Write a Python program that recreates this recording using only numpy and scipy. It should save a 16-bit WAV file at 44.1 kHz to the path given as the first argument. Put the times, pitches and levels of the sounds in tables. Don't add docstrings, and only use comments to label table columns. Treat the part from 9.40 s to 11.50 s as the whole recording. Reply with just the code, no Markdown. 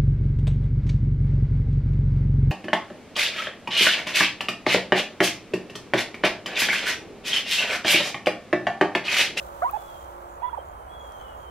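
import sys
import numpy as np
from scipy import signal
from scipy.fft import rfft, irfft, next_fast_len
from scipy.io import wavfile
from scipy.ndimage import map_coordinates

SR = 44100
rng = np.random.default_rng(int(sys.argv[2]) if len(sys.argv) > 2 else 0)


def store_wav(level_fs):
    pcm = np.round(np.clip(np.atleast_2d(level_fs), -1, 1) * 32767)
    wavfile.write(sys.argv[1], SR, pcm.T.astype(np.int16))


N = 92610
T = np.arange(N) / SR


def amp(db):
    return 10 ** (np.asarray(db) / 20)


def unit(x):
    return x / np.sqrt(np.mean(x ** 2) + 1e-20)


def along(points, hz):
    freqs, values = np.transpose(points)
    return np.interp(np.log(hz + 1), np.log(freqs + 1), values)


def curves(rows):
    times, *columns = np.transpose(rows)
    return [np.interp(T, times, column) for column in columns]


def wobble(rate):
    return map_coordinates(rng.standard_normal(int(N * rate / SR) + 4), [T * rate])


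def gate(start, end, edge_s):
    return np.sin(np.pi / 2 * np.clip(np.minimum(T - start, end - T) / edge_s, 0, 1))


def turns(hz):
    return 2 * np.pi * np.cumsum(hz) / SR


def pan(db):
    return amp(np.array([[db], [-db]]) / 2)


def filtered(x, response):
    size = next_fast_len(N + SR // 2)
    return irfft(rfft(x, size) * response(np.fft.rfftfreq(size, 1 / SR)), size)[..., :N]


def noise(spectrum, alike=0, lead_ms=0):
    lead_s = np.array([[lead_ms], [-lead_ms]]) * 1e-3
    common = filtered(rng.standard_normal(N), lambda f: np.exp(1j * np.pi * f * lead_s))
    pair = np.sqrt(alike) * common + np.sqrt(1 - alike) * rng.standard_normal((2, N))
    return unit(filtered(pair, lambda f: amp(along(spectrum, f))))


def yard(x, wet_db):
    t60_s, build_s = 0.64, 0.0099
    t = T[:SR // 2]
    tail = rng.standard_normal((2, len(t))) * amp(-60 * t / t60_s) * (1 - np.exp(-t / build_s))
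    tail /= np.linalg.norm(tail[0])
    return amp(wet_db) * signal.fftconvolve(x.mean(0)[None], tail, axes=1)[:, :N]


def far_rush():
    # (frequency [Hz], level [dB])
    rush_colour = [(100, -11.5), (250, -14.5), (420, -7.5), (560, -1.5), (750, 1), (1000, -1), (1350, -6),
                   (1800, -19), (2500, -27), (4000, -40)]
    hiss_colour = [(1500, -2.5), (3000, 5.5), (4500, -9), (7000, -2.5), (11000, -1.5), (15000, -4)]
    # (time [s], level [dB])
    rush_level = [(0, -41), (.5, -41.5), (1, -42), (1.5, -42), (1.8, -40.5), (2.1, -42)]
    rush_db, = curves(rush_level)
    rush = amp(rush_db + 0.15 * wobble(14.3)) * noise(rush_colour, alike=0.7, lead_ms=0.48)
    hiss = amp(-66) * noise(hiss_colour)
    return pan(-3.5) * rush + pan(5.5) * hiss


def low_rumble():
    # (frequency [Hz], level [dB])
    colour = [(20, -46), (35, -12.5), (50, -0.5), (62, -2), (75, -5), (105, -12), (160, -22), (300, -34),
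              (600, -47)]
    return pan(-0.58) * amp(-52) * noise(colour, alike=.99, lead_ms=0.494)


def machine():
    # (pitch [Hz], level [dB])
    tones = [(194, -70), (349, -55), (533, -56), (566, -51)]
    # (time [s], gain [dB])
    hum_level = [(0, 1.5), (.24, 0.5), (.36, -10.5), (.5, -2), (.94, -2), (1.05, -10.5), (1.35, -8),
                 (1.6, -17), (2.1, -16)]
    waver_db, left_lead_s = 2, 0.26e-3
    hum_db, = curves(hum_level)
    hum = np.zeros((2, N))
    for hz, db in tones:
        phase = turns(hz * (1 + 0.0037 * wobble(11.5)))
        lead = 2 * np.pi * hz * left_lead_s
        hum += amp(db + hum_db + waver_db * wobble(9.42)) * np.sin([phase + lead, phase])
    drone_hz = 60.55 * (1 + 0.066 * wobble(14))
    drone = amp(-53.5 + 0.69 * wobble(10.8)) * np.sin(turns(drone_hz))
    return np.sqrt(2) * (pan(-3.5) * hum + pan(-0.58) * drone)


def crickets():
    # (start [s], length [s], pitch [Hz], level [dB])
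    chirps = [(0.564, 0.09, 6800, -64.5), (0.89, 0.093, 6800, -66), (1.249, 0.08, 6800, -68),
              (1.59, 0.098, 6800, -65), (1.718, .11, 6300, -68), (1.966, 0.1, 6800, -69.5),
              (0.852, .08, 8100, -71), (1.146, 0.094, 8100, -71), (1.472, .08, 8100, -71),
              (1.797, .08, 8100, -74.5), (1.037, 0.089, 9500, -72), (1.379, .08, 9500, -71),
              (1.657, 0.083, 9500, -70), (2.003, 0.057, 9500, -71)]
    strokes_per_s, pitch_scatter = 67.8, .025
    out = np.zeros((2, N))
    for start, length, hz, db in chirps:
        strokes = np.sin(np.pi * strokes_per_s * (T - start)) ** 2 * gate(start, start + length, 0.0088)
        for side in out:
            side += 2 * amp(db) * strokes * np.sin(turns(hz * (1 + pitch_scatter * wobble(900))))
    return out


def hay():
    # (time [s], level [dB])
    rustle_level = [(0, -54), (.1, -57.5), (.3, -55.5), (.62, -57.5), (.68, -61), (.92, -66), (1.05, -72),
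                    (1.55, -73), (1.68, -63.5), (1.8, -64), (1.9, -63.5), (2.1, -68)]
    # (frequency [Hz], level [dB])
    rustle_colour = [(1500, -10), (3000, 10), (5000, 2.5), (7000, 7), (11000, 2.5), (14500, 9),
                     (16000, 2.5)]
    # (time [s], level [dB], band centre [Hz], band width [octaves])
    snaps = [(.3121, -10, 14000, .21), (.647, -35, 8000, .6), (1.722, -30, 7000, .7)]
    splinter_db, splinter_t60_s = -15, .008
    level_db, = curves(rustle_level)
    out = amp(level_db + 1.35 * wobble(250) + 0.71 * wobble(27.2)) * noise(rustle_colour)
    for start, db, hz, octaves in snaps:
        decay = amp(splinter_db - 60 * np.abs(T - start) / splinter_t60_s) * (T >= start)
        burst = decay * rng.standard_normal((2, N))
        burst[:, round(start * SR)] = 1
        out += amp(db) * filtered(burst, lambda f: np.exp(-.5 * (np.log2((f + 1) / hz) / octaves) ** 2))
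    return out


def young_birds():
    # (start [s], length [s], top pitch [Hz], fall [Hz], level [dB], fade [dB],
    # left minus right [dB])
    peeps = [(0.331, 0.21, 3490, 184, -66, -6, 1), (0.494, .23, 3313, 240, -62.5, 11.5, -16.5),
             (1.009, 0.088, 3410, 30, -68.5, -9.5, -7), (1.103, 0.036, 3400, 56, -62.5, 5, -9),
             (1.174, .045, 3253, 78, -61.5, 0.5, -3), (1.268, 0.27, 3280, 360, -73, 1, 6),
             (1.481, 0.39, 3393, 290, -50.5, 16.5, 5.5), (1.774, 0.21, 3434, 250, -67.5, -2.5, 1),
             (1.793, 0.12, 3197, 390, -62.5, -1, 15.5), (1.836, .13, 3110, 300, -66.5, 0.5, 17),
             (1.967, .18, 3304, 330, -72, -8, 17.5)]
    scoop_hz, scoop_s, sag_curve = 150, 0.0258, 1.15
    flicker_db, jitter, fray_s = 2.2, 0.003, .13
    out = np.zeros((2, N))
    for start, length, top_hz, fall_hz, db, fade_db, side_db in peeps:
        t = np.clip(T - start, 0, length)
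        hz = top_hz - fall_hz * (t / length) ** sag_curve - scoop_hz * np.exp(-t / scoop_s)
        level = amp(db - fade_db * t / length + flicker_db * wobble(44.78))
        level *= gate(start, start + length, edge_s=0.26 * length)
        hz *= 1 + jitter * (1 + t / fray_s) * wobble(120)
        out += pan(side_db) * np.sqrt(2) * level * np.sin(turns(hz))
    return out + yard(out, wet_db=-6)


def turkey():
    # (time [s], pitch [Hz], level [dB])
    yelp = [(.217, 500, -45), (.222, 580, -24.5), (.229, 685, -20), (.234, 712, -17.3), (.242, 750, -17.8),
            (.247, 770, -29)]
    rise = [(.242, 950, -34), (.246, 965, -20), (.263, 968, -18.5), (.275, 1080, -28), (.281, 1125, -28),
            (.289, 1050, -29), (.298, 1270, -33), (.303, 1350, -48)]
    arch = [(.328, 860, -42), (.335, 838, -23), (.347, 840, -20), (.358, 900, -26), (.367, 875, -23),
            (.377, 660, -30), (.383, 540, -42)]
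    held = [(1.019, 740, -38), (1.022, 790, -27), (1.027, 940, -32), (1.033, 978, -23), (1.053, 976, -20.5),
            (1.074, 1004, -30.5), (1.085, 988, -25), (1.093, 950, -30), (1.095, 1360, -39),
            (1.1, 1420, -37), (1.104, 1450, -48)]
    pip = [(1.127, 1000, -42), (1.133, 940, -26), (1.141, 920, -25), (1.149, 985, -27), (1.153, 1300, -43),
           (1.159, 1470, -41)]
    drop = [(1.166, 1399, -48), (1.173, 1034, -37), (1.179, 835, -22.5), (1.183, 740, -29),
            (1.186, 560, -31), (1.191, 520, -30), (1.195, 467, -48)]
    # (contour, 2nd harmonic [dB], 3rd harmonic [dB], onset rasp [dB], left gain [dB],
    # roughness [0-1])
    chirps = [(yelp, -20.5, -38.5, 20.5, 0, 0.15), (rise, -22.5, -44, 0, 0, 0.04),
              (arch, -25, -40, 0, -10, 0.024), (held, -16.5, -30.5, 0, -11.5, 0.023),
              (pip, -20.5, -46, 0, -14, 0.033), (drop, -25, -52, 0, -5, .06)]
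    # (frequency [Hz], overtone gain [dB])
    throat = [(500, 32), (1400, -1), (1900, -7.5), (2200, -6), (2480, 6), (2620, 8), (2750, -10),
              (3200, -16), (5000, -10)]
    # (frequency [Hz], left minus right [dB])
    left_colour = [(600, -13), (750, -6), (970, -4.5), (1150, 1.5), (1400, 1.5), (2000, -4), (3000, 15)]
    # (frequency [Hz], lead [rad])
    left_phase = [(600, 0.71), (750, 1.05), (860, 1.3), (970, 2), (1100, 1.96), (1350, 1.3), (2000, 1.44),
                  (3000, 1.9)]
    jitter, flutter_hz = 0.0101, 343.8
    rasp_decay_s, rasp_hz = 0.016, 474
    hoarse_rad, hoarse_hz = .22, 600
    out = np.zeros((2, N))
    for contour, second_db, third_db, rasp_db, left_db, rough in chirps:
        hz, db = curves(contour)
        start, end = contour[0][0], contour[-1][0]
        hz *= 1 + jitter * wobble(flutter_hz)
        level = np.sqrt(2) * amp(db) * gate(start, end, 0.0014) * (1 + rough * wobble(flutter_hz))
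        bright_db = rasp_db * np.exp(-np.abs(T - start) / rasp_decay_s) * (1 + 0.11 * wobble(rasp_hz))
        phase = turns(hz)
        for k, harmonic_db in enumerate([0, second_db, third_db], 1):
            colour_db = 0 if k == 1 else harmonic_db + (k - 1) * bright_db + along(throat, k * hz)
            partial = level * amp(colour_db)
            angle = k * phase + (k - 1) * hoarse_rad * wobble(hoarse_hz)
            left_gain = amp(left_db + along(left_colour, k * hz))
            out[0] += partial * left_gain * np.sin(angle + along(left_phase, k * hz))
            out[1] += partial * np.sin(angle)
    return out + yard(out, wet_db=-14.5)


def scene():
    return turkey() + young_birds() + crickets() + hay() + machine() + low_rumble() + far_rush()


def record(dry):
    return filtered(dry, lambda hz: hz < 15800)


dry = scene()
out = record(dry)
store_wav(out)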